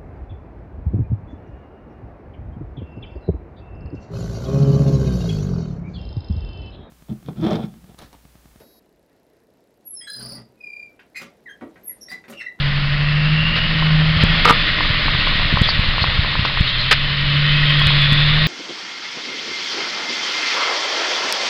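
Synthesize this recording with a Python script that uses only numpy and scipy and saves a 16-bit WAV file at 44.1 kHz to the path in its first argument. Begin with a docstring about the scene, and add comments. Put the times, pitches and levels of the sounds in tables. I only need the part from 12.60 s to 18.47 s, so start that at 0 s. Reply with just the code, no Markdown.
"""A six-cylinder diesel, heard in the cab of a loaded log truck on a gravel mountain road.
Its exhaust booms under load, eases over a rough stretch and pulls again, with injector clatter,
turbo whistle and gear whine. Tyres rumble, stones tick, bumps thump through the cab and loose
fittings knock, rattle and squeak. A small narrow-band recorder clips on the hardest hits."""
import sys
import numpy as np
from scipy import signal
from scipy.fft import rfft, irfft, next_fast_len
from scipy.io import wavfile

SR = 44100
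rng = np.random.default_rng(int(sys.argv[2]) if len(sys.argv) > 2 else 0)


def master_out(mix):
    """Clip the mix to full scale and print it as 16-bit PCM to the path in sys.argv[1]."""
    frames = np.transpose(np.atleast_2d(mix))
    ceiling = np.clip(frames, -1, 1)
    pcm = np.round(ceiling * 32767).astype(np.int16)
    wavfile.write(sys.argv[1], SR, pcm)


N = 258867
T = np.arange(N) / SR

# road roughness: time_s, level_db
ROAD_ROUGHNESS = [(0, -6), (1.0, -1.5), (1.7, 5), (2.2, -4), (2.75, -0.5), (3.5, 0.5), (4.15, -9.5),
                  (4.7, -9.5), (5.3, -6), (5.87, 0.5)]
# tyre rumble: freq_hz, density_db
RUMBLE_SPECTRUM = [(30, -15), (60, 0), (110, 6), (190, 0), (300, -30), (600, -11.5), (1000, -14.5),
                   (1600, -26.5)]
# cab sway: freq_hz, density_db
SWAY_SPECTRUM = [(10, -19.5), (16, 1), (26, 9), (36, -3), (55, -19), (100, -45)]
# stone ticks: freq_hz, density_db
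STONE_SPECTRUM = [(550, -6.5), (800, -3), (1020, -1.5), (1350, -1), (1900, -11.5)]
# suspension jolts: time_s, peak_db, push_s
JOLTS = [(1.57, -8, .0018), (1.638, 2.5, .0014), (1.908, -4, .0011), (2.458, -11.5, 0.0016),
         (2.755, -12, 0.0016), (2.928, -10.5, .001), (2.941, -6.5, 0.0017), (3.017, 0, 0.0016),
         (3.194, -8, 0.0018), (3.421, -9.5, 0.0021), (3.593, -5.5, 0.002), (3.795, -7, 0.0018),
         (4.01, -2.5, .0018), (5.268, -9, .002), (5.523, -7, .0014)]
# trim rubs: time_s, pitch_hz, level_db, half_width_s
TRIM_RUBS = [(3.048, 3390, -16.5, 0.017), (3.097, 4530, -17.5, 0.018), (3.424, 4240, -20, 0.017),
             (4.088, 3760, -20, 0.02), (4.205, 4100, -23.5, 0.028)]
# bursts of metal contacts: start_s, level_db, length_s
RATTLE_BURSTS = [(0.955, -20.5, 0.034), (1.603, -20, 0.033), (1.846, -10.5, 0.0023), (1.873, -19, 0.0033),
                 (1.883, -16.5, 0.018), (3.845, -19.5, .012), (4.3088, -7.5, 0.018)]
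# metal contacts: freq_hz, density_db
RATTLE_SPECTRUM = [(200, -14), (500, -1.5), (900, -4), (1400, 4), (1900, 4), (2500, 6), (3300, 3.5),
                   (4200, 2.5), (5300, -4.5)]
# blows on a loose fitting: start_s, level_db
FITTING_HITS = [(1.224, -14), (2.207, -9), (2.482, -11), (2.672, -12.5), (2.797, -15.5), (2.972, -7),
                (3.089, -12.5), (3.381, -14), (3.441, -10), (3.647, -13.5), (3.754, -11.5), (3.851, -10.5),
                (3.973, -14), (5.216, -14), (5.305, -14.5)]
# fitting modes: freq_hz, gain_db, t60_s
FITTING_MODES = [(834, -21.5, 0.0027), (1070, -1.5, 0.02), (1220, -5, 0.014), (2400, -18, .002)]
# bounces of a heavy metal part: start_s, level_db
HEAVY_PART_HITS = [(1.854, 3), (1.866, -7), (1.877, -1.5), (1.889, -11), (1.896, 3), (1.900, -0.5),
                   (1.907, 6), (1.926, -8)]
# heavy part modes: freq_hz, gain_db, t60_s
HEAVY_PART_MODES = [(300, -26.5, 0.086), (488, -18, 0.11), (978, -8.5, 0.031), (1230, -4.5, 0.04),
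                    (1323, -7, 0.033), (1807, -15.5, 0.024), (2170, -10.5, 0.018)]
# crank speed: time_s, turns_per_s
CRANK_SPEED = [(0, 23.7), (.25, 23.8), (.62, 25), (.75, 25.7), (.98, 27.1), (1.35, 25.75), (1.8, 26.9),
               (2.1, 27.6), (3.0, 25.2), (3.58, 25.2), (3.85, 22.6), (4.17, 20.7), (4.43, 23.6),
               (4.65, 23.5), (4.88, 24.5), (5.12, 24.35), (5.5, 23.8), (5.87, 25.8)]
# engine noise: time_s, clatter_db, air_db
ENGINE_NOISE_LEVELS = [(0, -27, -25), (.4, -26.5, -39.5), (1.1, -25, -26.5), (1.48, -24.5, -27.5),
                       (1.75, -21.5, -23.5), (2.5, -23, -20), (3.8, -25, -21.5), (4.25, -26, -20.5),
                       (4.52, -25.5, -23.5), (4.95, -22.5, -19.5), (5.28, -22, -17.5), (5.87, -22.5, -18)]
# turbo blade tone: time_s, pitch_hz, level_db
BLADE_TONE = [(0, 2585, -52), (.5, 2674, -30.5), (.92, 2824, -22), (1.1, 2933, -27.5), (1.42, 3087, -32),
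              (1.75, 3356, -24), (2.1, 3490, -29), (3.5, 3562, -47.5), (4.4, 3080, -28),
              (4.78, 2995, -28.5), (5.15, 3222, -20), (5.3, 3412, -19.5), (5.55, 3447, -20),
              (5.87, 3595, -29)]
# turbo air: freq_hz, density_db
AIR_SPECTRUM = [(1500, -22), (2400, 0), (3000, 1), (3500, 6), (3900, 3.5), (4300, 1), (4700, -14),
                (5300, -25.5)]
# intake pipe resonances: freq_hz, width_hz, gain_db
INTAKE_MODES = [(2730, 22, 0), (2825, 25, 2), (2945, 25, -3), (3015, 25, 0), (3190, 40, -2), (3330, 35, -3),
                (3470, 35, 0), (3580, 35, -2), (3710, 35, 5)]
# knock of each cylinder: gain_db
CYLINDER_KNOCK_DB = [0.9, -3.5, -5, -2.5, 0, 4.5]
# diesel clatter: freq_hz, density_db
CLATTER_SPECTRUM = [(200, -22.5), (330, -10.5), (450, -12.5), (620, -11), (800, -18.5), (1020, -6),
                    (1200, -0.5), (1500, -0.5), (2000, 3), (2400, 1), (2900, 3), (3600, -2.5), (4400, -4),
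                    (5300, -11.5)]
# block and firewall resonances: freq_hz, width_hz, gain_db
PANEL_MODES = [(303.7, 14, -20), (437, 40, -27), (495, 34, -26.5), (586, 50, -18), (1090, 68, -18.5),
               (1265, 150, -24), (1458, 19, -17.5), (1790, 14, -15.5), (1891, 41, -8), (2040, 45, -12),
               (2567, 17, -17)]
# weaker engine tones: crank_multiple, level_db
ENGINE_ORDERS = [(.5, -33.5), (1, -30.5), (2, -43), (2.5, -43), (3, -34.5), (3.5, -45), (4, -50),
                 (4.5, -36), (5, -42.5), (5.5, -38), (6.5, -42), (7, -45.5), (7.5, -48.5), (8, -40),
                 (8.5, -47), (9, -48), (10, -58), (11, -49), (12, -52), (12.5, -58), (13, -56)]
# exhaust boom, following load: time_s, level_db
BOOM_LEVEL = [(0, -19), (.25, -20), (.75, -15), (1.0, -27), (1.35, -12.5), (1.65, -20), (1.95, -33.5),
              (3.3, -37), (4.5, -25), (4.8, -16.5), (5.87, -17)]


def from_db(db):
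    """Decibels to gain."""
    return 10 ** (np.asarray(db) / 20)


def unit_rms(x):
    """Scale to rms 1."""
    return x / np.sqrt(np.mean(x ** 2) + 1e-20)


def curves(rows):
    """Each column after time_s, at every sample."""
    times_s, *columns = np.transpose(rows)
    return [np.interp(T, times_s, column) for column in columns]


def noise():
    """White noise."""
    return rng.standard_normal(N)


def drift(rate_hz, hop=40, settle=2000):
    """Smooth random wander, rms 1."""
    r = np.exp(-2 * np.pi * rate_hz * hop / SR)
    steps = rng.standard_normal(N // hop + settle + 2)
    slow = signal.lfilter([1], [1, -2 * r, r * r], steps)[settle:]
    return np.interp(np.arange(N) / hop, np.arange(len(slow)), unit_rms(slow))


def coloured(x, spectrum, rolloff_db_per_octave=30):
    """Apply a spectrum that rolls off past its ends; rms 1."""
    size = next_fast_len(N)
    log_hz = np.log2(np.maximum(np.arange(size // 2 + 1) * SR / size, 1))
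    hz, db = np.transpose(spectrum)
    octaves_outside = np.abs(log_hz - np.clip(log_hz, np.log2(hz[0]), np.log2(hz[-1])))
    gain = from_db(np.interp(log_hz, np.log2(hz), db) - rolloff_db_per_octave * octaves_outside)
    return unit_rms(irfft(rfft(x, size) * gain, size)[:N])


def resonate(x, hz, width_hz):
    """One resonance, peak gain 1."""
    r = np.exp(-np.pi * width_hz / SR)
    poles = [1, -2 * r * np.cos(2 * np.pi * hz / SR), r * r]
    return signal.lfilter([1, 0, -1], poles, x) * (1 - r * r) / 2


def ring(clicks, hz, t60_s):
    """A unit click starts a decaying sine of height 1."""
    r = np.exp(-np.log(1000) / (t60_s * SR))
    w = 2 * np.pi * hz / SR
    return signal.lfilter([0, np.sin(w)], [1, -2 * r * np.cos(w), r * r], clicks + 1e-18)


def strike(hits, modes, spread_db=1.6):
    """Each blow rings each mode with its own strength."""
    start_s, level_db = np.transpose(hits)
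    scatter_db = spread_db * rng.standard_normal((len(hits), len(modes)))
    out = np.zeros(N)
    for k, (hz, gain_db, t60_s) in enumerate(modes):
        clicks = np.zeros(N)
        clicks[(start_s * SR).astype(int)] = from_db(level_db + gain_db + scatter_db[:, k])
        out += ring(clicks, hz, t60_s)
    return out


def gravel(stones_per_s=220, spread_db=3.5):
    """Small stones tick unevenly under the tyres; rms 1."""
    sizes = from_db(spread_db * np.minimum(rng.exponential(1, N), 3)) * rng.choice([-1, 1], N)
    return coloured(sizes * (rng.random(N) < stones_per_s / SR), STONE_SPECTRUM)


def road(rumble_db=-31, sway_db=-24, stones_db=-38):
    """Tyre rumble, cab sway and stone ticks rise with roughness."""
    rough_db, = curves(ROAD_ROUGHNESS)
    rumble = from_db(rumble_db + 1.05 * rough_db) * coloured(noise(), RUMBLE_SPECTRUM)
    sway = from_db(sway_db + .24 * rough_db) * coloured(noise(), SWAY_SPECTRUM)
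    stones = from_db(stones_db + .33 * rough_db) * gravel()
    return rumble + sway + stones


def washboard(hits_per_s, level_db, start_s=2.15, end_s=3.9, spread_db=4.0, max_hits=40):
    """Road ripples give light, uneven hits: time_s, level_db."""
    place, size = rng.random((max_hits, 2)).T
    time_s = start_s + (np.arange(max_hits) + place) / hits_per_s
    return np.column_stack([time_s, level_db + spread_db * (2 * size - 1)])[time_s < end_s]


def bumps(push_gain=.7, snap_db=-21.5, snap_share=.51, light_push_s=.002):
    """A jolt pushes the cab air up, then snaps it down harder."""
    out = np.zeros(N)
    light = [(time_s, db, light_push_s) for time_s, db in washboard(hits_per_s=5, level_db=-14.5)]
    for time_s, peak_db, push_s in list(JOLTS) + light:
        for share, gain in ((1, 1), (snap_share, from_db(snap_db))):
            u = (T - time_s) / (push_s * share)
            near = np.abs(u) < 10
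            out[near] -= gain * from_db(peak_db) * u[near] * np.exp((1 - u[near] ** 2) / 2)
    return np.where(out > 0, push_gain * out, out)


def cab(jolts, ring_db=-30.5, ring_hz=118, t60_s=.021):
    """The jolts plus a brief ring of the cab air."""
    return jolts + from_db(ring_db) * ring(jolts, ring_hz, t60_s) * 2 * np.pi * ring_hz / SR


def squeaks(width_hz=260):
    """Trim rubs as the cab twists: short, pitched scratches."""
    out, friction = np.zeros(N), noise()
    for time_s, pitch_hz, level_db, half_width_s in TRIM_RUBS:
        envelope = np.exp(-np.minimum(((T - time_s) / half_width_s) ** 2, 20))
        out += from_db(level_db) * envelope * unit_rms(resonate(friction, pitch_hz, width_hz))
    return out


def rattles(attack_s=.003, decay_s=.009, panel_db=-7.5):
    """Metal parts chatter in dense bursts and ring a panel."""
    envelope = np.zeros(N)
    for start_s, level_db, length_s in RATTLE_BURSTS:
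        rise = np.clip((T - start_s) / attack_s, 0, 1)
        fall = np.exp(-np.maximum(T - start_s - length_s, 0) / decay_s)
        envelope += from_db(level_db) * rise * fall
    contacts = coloured(noise(), RATTLE_SPECTRUM)
    panel = from_db(panel_db) * unit_rms(resonate(noise(), hz=1750, width_hz=160))
    return envelope * (contacts + panel)


def knocks(gain_db=.2):
    """A loose fitting knocks on big shakes and chatters over the washboard."""
    hits = np.vstack([FITTING_HITS, washboard(hits_per_s=11, level_db=-21)])
    return from_db(gain_db) * strike(hits, FITTING_MODES)


def clunks():
    """A heavy metal part bounces in the big jolt."""
    return strike(HEAVY_PART_HITS, HEAVY_PART_MODES)


def gears(turns, start_s=4.86, end_s=5.6, attack_s=.04, release_s=.08,
          level_db=-25, sag_db_per_s=10.5, mesh_per_turn=104.8, buzz_db=-3.0):
    """Meshing teeth whine and buzz the firewall in the hard pull; the level sags."""
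    envelope = np.exp(np.minimum(T - start_s, 0) / attack_s - np.maximum(T - end_s, 0) / release_s)
    mesh_db = level_db - sag_db_per_s * np.maximum(T - start_s, 0)
    whine = from_db(2.5 * drift(15)) * np.sin(2 * np.pi * mesh_per_turn * turns + .7 * drift(10))
    buzz = from_db(buzz_db) * unit_rms(resonate(noise(), hz=1895, width_hz=45))
    return envelope * from_db(mesh_db) * (whine + buzz)


def turbo(turns, air_db, ragged_above_db=-26, howl_width_hz=165, pipe_db=2.5, hiss_db=-4.5):
    """Air hisses; as flow grows, the blade tone turns to a ragged howl that rings the intake."""
    pitch_hz, whistle_db = curves(BLADE_TONE)
    blade = from_db(whistle_db) * np.exp(2j * np.pi * np.cumsum(pitch_hz) / SR)
    surge_db = np.maximum(air_db - ragged_above_db, 0)
    gulps = 1 + .8 * np.cos(2 * np.pi * 3 * turns)  # intake strokes add side tones
    waver = .6 + .4 * (drift(10) + 1j * drift(10))
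    tone = from_db(-.55 * surge_db) * (blade * waver).real * gulps
    raggedness = drift(howl_width_hz) + 1j * drift(howl_width_hz)
    howl = .53 * from_db(.27 * surge_db) * (blade * raggedness).real
    pipe = sum(from_db(db + pipe_db) * resonate(howl, hz, width_hz) for hz, width_hz, db in INTAKE_MODES)
    hiss = coloured(noise(), AIR_SPECTRUM) * from_db(air_db + hiss_db + drift(6))
    return tone + .5 * howl + pipe + hiss


def clatter(turns, depth=.43, decay_strokes=.33, scatter_db=2.0, body_db=1.5):
    """Each firing and injector stroke is a burst of fine impacts in block and firewall."""
    stroke, stroke_phase = np.divmod(6 * turns, 1)
    stroke = stroke.astype(int)
    cylinder = stroke // 2 % len(CYLINDER_KNOCK_DB)
    strength = from_db(np.array(CYLINDER_KNOCK_DB)[cylinder] + scatter_db * noise()[stroke])
    bursts = 1 - depth / 2 + depth * strength * np.exp(-stroke_phase / decay_strokes)
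    shake = noise() * bursts
    panels = sum(from_db(db) * unit_rms(resonate(shake, hz, width_hz))
                 for hz, width_hz, db in PANEL_MODES)
    return from_db(body_db) * coloured(noise() * bursts, CLATTER_SPECTRUM) + panels


def exhaust(turns, boom_db, boom_waver_db=.5, order_waver_db=2.0, load_share=.068, jitter_rad=.48):
    """Three firings a turn boom at their second harmonic; uneven cylinders add half orders."""
    out = from_db(boom_db + boom_waver_db * drift(14)) * np.sin(2 * np.pi * 6 * turns)
    load_db = load_share * (boom_db - np.mean(boom_db))
    for multiple, level_db in ENGINE_ORDERS:
        phase = 2 * np.pi * (multiple * turns + rng.random()) + jitter_rad * drift(6.8)
        out += from_db(level_db + load_db * (multiple > 2) + order_waver_db * drift(2)) * np.sin(phase)
    return np.sqrt(2) * out


def scene():
    """Engine, road and loose parts at the seat; mono."""
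    turns_per_s, = curves(CRANK_SPEED)
    boom_db, = curves(BOOM_LEVEL)
    clatter_db, air_db = curves(ENGINE_NOISE_LEVELS)
    turns = np.cumsum(turns_per_s) / SR
    diesel = exhaust(turns, boom_db) + from_db(clatter_db) * clatter(turns)
    whines = turbo(turns, air_db) + gears(turns)
    loose_parts = knocks() + clunks() + rattles() + squeaks()
    return (diesel + whines + loose_parts + road() + cab(bumps()))[None]


def record(dry, edge_hz=5123, upper_band_hz=(5250, 6020), upper_band_db=-14.5, clip_level=.73, cutoff_hz=15870):
    """Narrow-band recorder: a faint band sounds just past its edge; clips on the hardest hits."""
    narrow = signal.sosfilt(signal.cheby1(12, .2, edge_hz, fs=SR, output="sos"), dry)
    upper_band = signal.sosfilt(signal.cheby1(6, .5, upper_band_hz, "band", fs=SR, output="sos"), dry)
    clipped = np.clip(narrow + from_db(upper_band_db) * upper_band, -clip_level, clip_level)
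    return signal.sosfilt(signal.ellip(10, .1, 80, cutoff_hz, fs=SR, output="sos"), clipped)


dry = scene()
out = record(dry)
master_out(out)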